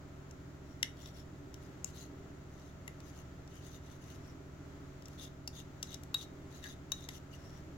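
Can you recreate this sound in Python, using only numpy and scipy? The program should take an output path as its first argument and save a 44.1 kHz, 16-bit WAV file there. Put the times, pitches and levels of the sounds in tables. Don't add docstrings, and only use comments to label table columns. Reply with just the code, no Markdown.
import sys
import numpy as np
from scipy import signal
from scipy.fft import rfft, irfft, next_fast_len
from scipy.io import wavfile
from scipy.ndimage import uniform_filter1d, map_coordinates

SR = 44100
rng = np.random.default_rng(int(sys.argv[2]) if len(sys.argv) > 2 else 0)


def wrap_up_sound(samples):
    columns = np.atleast_2d(samples).T
    tamed = np.clip(columns, -1, 1)
    steps = np.round(tamed * 32767).astype(np.int16)
    wavfile.write(sys.argv[1], SR, steps)


N = 342657


def amp(db):
    return 10 ** (np.asarray(db) / 20)


def unit(x):
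    return x / np.sqrt(np.mean(x ** 2) + 1e-30)


def along(points, hz):
    freqs, values = np.transpose(points)
    return np.interp(np.log(hz + 1), np.log(freqs + 1), values)


def wobble(rate, n):
    return map_coordinates(rng.standard_normal(int(n * rate / SR) + 4), [np.arange(n) * rate / SR])


def filtered(x, response):
    n = x.shape[-1]
    padded = next_fast_len(n + 2048)
    return irfft(rfft(x, padded) * response(np.fft.rfftfreq(padded, 1 / SR)), padded)[..., :n]


def coloured(spectrum, shape):
    return unit(filtered(rng.standard_normal(shape), lambda hz: amp(along(spectrum, hz))))


def resonate(force, hz, width):
    return signal.lfilter(*signal.iirpeak(hz, hz / width, SR), force)


def add(track, s, sound):
    part = track[..., max(round(s * SR), 0):][..., :sound.shape[-1]]
    part += sound[..., :part.shape[-1]]


# (frequency [Hz], left-right correlation [0..1])
LIKENESS = [(60, .96), (140, .96), (290, 0.9), (640, 0.31), (1400, 0.082), (7000, 0)]

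def stereo_angle(hz):
    return np.arccos(np.clip(along(LIKENESS, hz), -1, 1)) / 2


def diffuse(pair):
    mid, side = filtered(pair, lambda hz: np.array([np.cos(stereo_angle(hz)), np.sin(stereo_angle(hz))]))
    return unit(np.array([mid + side, mid - side]))


# (harmonic [multiple of the shaft rate], level [dB])
FAN_TONES = [(2, -70), (3, -75), (5, -59), (6, -63.5), (7, -65.5), (8, -70), (9, -64.5), (10, -58),
             (11, -69), (12, -69), (13, -65), (18, -68), (19, -69.5), (20, -69), (21, -68), (22, -73),
             (25, -76), (26, -67), (27, -72.5), (31, -77.5), (32, -80.5), (40, -77), (43, -72.5), (46, -76),
             (47, -79.5), (48, -75.5), (57, -77), (92, -77.5), (94, -76.5), (100, -76)]
# (frequency [Hz], level [dB])
FAN_WEAK_TONES = [(50, -76), (220, -76.5), (420, -85), (700, -87.5), (1400, -90), (1800, -102)]

def fan_hum(shaft_hz=14.045, drift=0.000605, count=128, turn_size=4096):
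    harmonic = np.arange(count)
    hz = harmonic * shaft_hz
    level_db = along(FAN_WEAK_TONES, hz) + 2 * rng.standard_normal(count)
    for multiple, db in FAN_TONES:
        level_db[round(multiple)] = db
    spread = stereo_angle(hz) * rng.choice([-1, 1], count)
    phase = 2 * np.pi * rng.random(count) + np.array([spread, -spread])
    spectrum = (harmonic > 0) * amp(level_db) * np.exp(1j * phase)
    one_turn = irfft(spectrum, turn_size) * turn_size / np.sqrt(2)
    turns = np.cumsum(shaft_hz * (1 + drift * wobble(1.49, N))) / SR
    grid = np.arange(turn_size) / turn_size
    return np.array([np.interp(turns, grid, side, period=1) for side in one_turn])


# (frequency [Hz], relative level [dB])
AIR_COLOUR = [(42, -5.5), (65, 1), (180, -2), (240, -9), (480, -12), (650, -10.5), (740, -15.5),
              (1350, -15.5), (2050, -18.5), (2400, -23), (5000, -29), (7000, -26), (8900, -44),
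              (15500, -37.5)]
# (frequency [Hz], width [Hz], gain [dB])
HOLLOW_MODES = [(283.3, 32, 0.5), (311.3, 18.5, -0.5), (396.5, 21.4, -3)]
# (time [s], relative level [dB])
HOLLOW_SWELL = [(0, -61), (.85, -59.5), (1.08, -72), (1.4, -54), (1.85, -61), (2.17, -54.5), (2.4, -60),
                (4.05, -62.5), (4.3, -55), (4.5, -62.5), (4.78, -55.5), (4.95, -61.5), (6.12, -61.5),
                (6.38, -53.5), (6.58, -65), (6.8, -61), (7.52, -64), (7.7, -54.5)]

def fan_air(level_db=-56.0, waver_db=0.78, hollow_trim_db=-1.5):
    rush = amp(level_db + waver_db * wobble(4.023, N)) * diffuse(coloured(AIR_COLOUR, (2, N)))
    flow = rng.standard_normal((2, N))
    hollow = sum(amp(db) * resonate(resonate(flow, hz, width), hz, width)
                 for hz, width, db in HOLLOW_MODES)
    swell_db = np.interp(np.arange(N) / SR, *np.transpose(HOLLOW_SWELL))
    return rush + amp(swell_db + hollow_trim_db) * diffuse(hollow)


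# (frequency [Hz], width [Hz], boost [dB])
BOWL_MODES = [(2790, 130, 12), (3810, 44, 7), (4900, 130, 0), (5460, 150, 5), (6220, 72, 2),
              (7070, 110, 10), (7830, 150, 2), (10670, 280, 6), (11320, 140, 5.5), (12600, 250, 2)]

def bowl(x):
    return unit(x + sum((amp(db) - 1) * resonate(x, hz, width) for hz, width, db in BOWL_MODES))


# (frequency [Hz], relative level [dB])
CRACK_COLOUR = [(250, -15), (900, 10.5), (2400, 3.5), (7000, 5), (9000, -3), (11000, 0), (16000, -0.5)]
# (frequency [Hz], relative level [dB], decay to -60 dB [s])
SPOON_MODES = [(2010, 4, 0.0075), (2925, 0.5, 0.0053), (3416, 0, 0.0038), (3670, -0.5, 0.0056),
               (3817, -5, .026), (4370, -6.5, .007), (5050, -1, .007), (5640, 3.5, .006), (6360, 0, .006),
               (6940, -2, 0.0056), (7760, -7, .005), (11200, -10, .003), (14000, -7, .003)]
# (time [s],
# relative ring level [dB], relative crack level [dB], pitch [Hz], spread [octaves], contact time [s])
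TOUCHES = [(0.310, -59.5, -68, 6400, .25, .0016), (0.829, -32, -42, 5680, 0.087, 0.00075),
           (0.8299, -31, -49.5, 2480, .3, 0.00058), (1.058, -54.5, -77, 3900, .8, .0015),
           (1.542, -55, -61.5, 5800, 1, 0.0008), (1.8448, -36.5, -52, 7000, 0.11, 0.00034),
           (2.878, -47, -54, 1950, .5, .0014), (3.0034, -62, -68, 4500, .8, .001),
           (3.4763, -63, -75, 5400, .5, .001), (5.022, -63, -68, 5400, .8, .001),
           (5.0556, -53.5, -75, 5500, 0.54, 0.0014), (5.083, -65, -63.5, 5500, .7, .001),
           (5.4758, -42, -50.5, 4980, 0.14, 0.0016), (5.8277, -39, -47.5, 6200, 0.68, 0.0013),
           (5.943, -45.5, -56, 5200, .9, .0012), (6.035, -56.5, -64, 10000, 0.39, .0008),
           (6.1435, -29, -41, 3840, 0.021, 0.0017), (6.640, -48.5, -58, 2700, 1, .002),
           (6.919, -34, -44.5, 3825, 0.021, 0.0015), (6.9194, -38, -54, 6250, 0.14, 0.00095),
           (7.088, -43.5, -53, 2400, 1.7, .0014)]

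def spoon_clicks(crack_trim_db=3, graze_s=.002, graze_db=-13, grit=4.2, left_db=6, lag_s=.00025):
    out, t = np.zeros((2, N)), np.arange(SR // 10) / SR
    mode_hz, mode_db, mode_t60 = np.transpose(SPOON_MODES)
    left_share = 1 / (1 + amp(-left_db) ** 2)
    for s, ring_db, crack_db, favoured_hz, spread, contact_s in TOUCHES:
        age = np.maximum(t - graze_s, 0) / contact_s
        graze = amp(graze_db) * np.minimum(t / graze_s, 1) / 2
        touch = (np.sqrt(age) + graze) * np.exp(-age)
        sound = amp(crack_db + crack_trim_db) * bowl(touch * coloured(CRACK_COLOUR, len(t)))
        weights = amp(mode_db) / (1 + (np.log2(mode_hz / favoured_hz) / spread) ** 2)
        for hz, weight, t60 in zip(mode_hz, weights / np.linalg.norm(weights), mode_t60):
            width = np.log(1000) / (np.pi * t60)
            locked = np.sin(2 * np.pi * (hz * t + rng.random()))
            chatter = locked + grit * rng.standard_normal(len(t))
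            ring = resonate(touch * chatter, hz, width)
            radiated = unit(resonate(ring, hz, hz / 2))
            sound += amp(ring_db) * weight * radiated
        sound /= np.sqrt(10)
        add(out[0], s - graze_s, np.sqrt(2 * left_share) * sound)
        add(out[1], s - graze_s + lag_s, np.sqrt(2 * (1 - left_share)) * sound)
    return out


# (frequency [Hz], relative level [dB], decay to -60 dB [s])
WALL_MODES = [(2016, -6, .2), (2873, -5, 0.18), (3753, -1, 0.34), (3880, -10, .22), (6420, -5, 0.26),
              (7200, -6, .3)]

def wall_ring(contacts, send_db=-60):
    t = np.arange(SR // 2) / SR
    ring = sum(amp(db - 60 * t / t60) * np.sin(2 * np.pi * hz * t) for hz, db, t60 in WALL_MODES)
    return amp(send_db) * signal.fftconvolve(contacts, ring[None], axes=1)[:, :N]


# (frequency [Hz], decay to -60 dB [s])
ROOM_DECAY = [(300, .4), (2000, 0.26), (5000, 0.18), (9000, 0.23), (15000, 0.15)]

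def kitchen(send, predelay_s=.004):
    hz, t, noise = signal.stft(rng.standard_normal((2, SR // 2)), SR, nperseg=256)
    decay = amp(-60 * t / along(ROOM_DECAY, hz)[:, None])
    tail = signal.istft(noise * decay, SR, nperseg=256)[1]
    out = np.zeros((2, N))
    add(out, predelay_s, signal.fftconvolve(send[:1], tail / np.linalg.norm(tail[0]), axes=1))
    return out


def stroke_pressure(start, end, peak_share=.6, curve=0.51):
    progress = np.linspace(0, 1, round((end - start) * SR))
    return np.interp(progress, [0, peak_share, 1], [0, 1, 0]) ** curve


def patchy(x, depth_db, frame=256):
    bands = signal.stft(x, nperseg=frame)[2]
    flicker = uniform_filter1d(rng.standard_normal(bands.shape[-2:]), size=3, axis=0)
    flicker = unit(uniform_filter1d(flicker, size=6, axis=1))
    return unit(signal.istft(bands * amp(depth_db * flicker), nperseg=frame)[1][..., :x.shape[-1]])


def slips(pressure, rough_db=3.0, slip_rate=500, clump_db=2.5, clump_rate=55):
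    n = len(pressure)
    return unit(pressure * amp(rough_db * wobble(slip_rate, n) + clump_db * wobble(clump_rate, n)))


def rubbed_mode(force, hz, width, bend=.022, bend_rate=22):
    n = len(force)
    grit = rng.standard_normal((2, n)) + 1j * rng.standard_normal((2, n))
    swing = signal.lfilter(*signal.butter(2, width / 2, fs=SR), force * grit)
    pitch = hz * (1 + bend * wobble(bend_rate, n))
    return unit(np.real(swing * np.exp(2j * np.pi * np.cumsum(pitch) / SR)))


# (frequency [Hz], relative level [dB])
HISS_COLOUR = [(900, -4), (2300, -8), (3100, 6), (4400, 8.5), (6800, 4), (8900, -4.5), (11000, -2.5),
               (14000, -2.5), (16000, -2.5)]
# (level in a firm stroke [dB], growth [dB per dB of friction])
MODE_DRIVE = [(-74, .4), (-61, 1.5), (-63.5, 1)]
# (start [s], end [s], friction [dB], extra high squeak [dB])
MOLD_PRESSES = [(0.639, 0.76, -84, 5), (0.96, 1.121, -70.5, -0.5), (1.131, 1.232, -73, 3),
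                (4.201, 4.34, -81.5, 6.5), (7.369, 7.62, -78, 5)]
# (start [s], end [s], friction [dB], extra low squeak [dB], low mode [Hz])
BOWL_SCRAPES = [(1.6, 1.682, -79.5, 0, 4900), (1.838, 1.92, -71.5, -10, 4950), (1.92, 2.075, -67, -7, 4180),
                (2.489, 2.731, -79, 1, 3730), (3.029, 3.119, -74, -4, 5040),
                (3.119, 3.225, -73.5, -3, 2890), (3.49, 3.631, -75.5, 4.5, 2930),
                (3.619, 3.699, -69.5, -5, 3540), (3.69, 3.792, -71, -1, 3730),
                (3.811, 3.98, -75.5, -0.5, 3700), (4.0, 4.18, -73, -1.5, 2800), (5.09, 5.182, -79, 1, 5100),
                (5.175, 5.284, -65, 2.5, 3620), (5.526, 5.63, -66, 1, 3690), (5.865, 5.96, -66.5, 2, 3830),
                (6.15, 6.255, -64.5, 1, 3800), (6.5, 6.617, -71, -0.5, 3780),
                (6.616, 6.745, -66.5, 2, 3760), (6.951, 7.07, -70.5, 6, 3820),
                (7.091, 7.189, -67, -7, 3590), (7.309, 7.374, -72, 6, 2900)]

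def spoon_strokes(knock_hz=1943, scrape_high_hz=6240, press_low_hz=3410, press_high_hz=5590,
                  widths_hz=(320, 380, 480), firm_db=-65.5, hiss_db=5.0):
    scrapes = [(start, end, db, [(knock_hz, 0), (low_hz, squeak_db), (scrape_high_hz, 0)])
               for start, end, db, squeak_db, low_hz in BOWL_SCRAPES]
    presses = [(start, end, db, [(knock_hz, 0), (press_low_hz, 0), (press_high_hz, squeak_db)])
               for start, end, db, squeak_db in MOLD_PRESSES]
    out = np.zeros((2, N))
    for start, end, friction_db, modes in scrapes + presses:
        pressure = stroke_pressure(start, end)
        smear = patchy(coloured(HISS_COLOUR, (2, len(pressure))), depth_db=3.5)
        grip = slips(pressure, rough_db=3.5, clump_db=1.8)
        sound = amp(friction_db + hiss_db) * bowl(grip * smear)
        for (hz, squeak_db), width, (base_db, growth) in zip(modes, widths_hz, MODE_DRIVE):
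            mode_db = base_db + growth * (friction_db - firm_db) + squeak_db
            sound += amp(mode_db) * rubbed_mode(slips(pressure), hz, width)
        add(out, start, sound)
    return out


def sticky_ticks(count=140, above_db=11.5, scatter_db=4, decay_s=0.001):
    out, t = np.zeros((2, N)), np.arange(SR // 100) / SR
    strokes = BOWL_SCRAPES + MOLD_PRESSES
    picks = rng.integers(len(strokes), size=count)
    for pick, progress, size in zip(picks, rng.beta(2, 2, count), rng.standard_normal(count)):
        start, end, friction_db, *_ = strokes[pick]
        tick = np.exp(-t / decay_s) * coloured(HISS_COLOUR, (2, len(t)))
        add(out, start + progress * (end - start), amp(friction_db + above_db + scatter_db * size) * tick)
    return out


# (start [s], end [s], level [dB], pitch [Hz])
TIP_DIG = (6.622, 6.69, -56, 1880)

def tip_judder(width_hz=320):
    start, end, db, hz = TIP_DIG
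    out = np.zeros((2, N))
    add(out, start, amp(db) * rubbed_mode(slips(stroke_pressure(start, end)), hz, width_hz))
    return out


def scene(click_send_db=-14.0, stroke_send_db=-13, pan_db=2.16):
    clicks = spoon_clicks()
    rubbing = (spoon_strokes() + tip_judder()) * amp([[pan_db], [-pan_db]])
    strokes = rubbing + sticky_ticks()
    contacts = clicks + strokes
    room = kitchen(amp(click_send_db) * clicks + amp(stroke_send_db) * strokes)
    return contacts + wall_ring(contacts) + room + fan_hum() + fan_air()


# (frequency [Hz], gain [dB])
PORT_TILT = [(200, .5), (390, 3.5), (520, -1.5), (850, -2), (1400, -2), (3000, 0.5), (5000, 0), (6800, -8),
             (8200, -11.5), (10000, -11.5), (16000, -7)]

def record(dry, left_share=0.36, top_hz=16000):
    shares = [-left_share, 1 - left_share]
    return filtered(dry, lambda hz: amp(np.outer(shares, along(PORT_TILT, hz))) * (hz < top_hz))


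dry = scene()
out = record(dry)
wrap_up_sound(out)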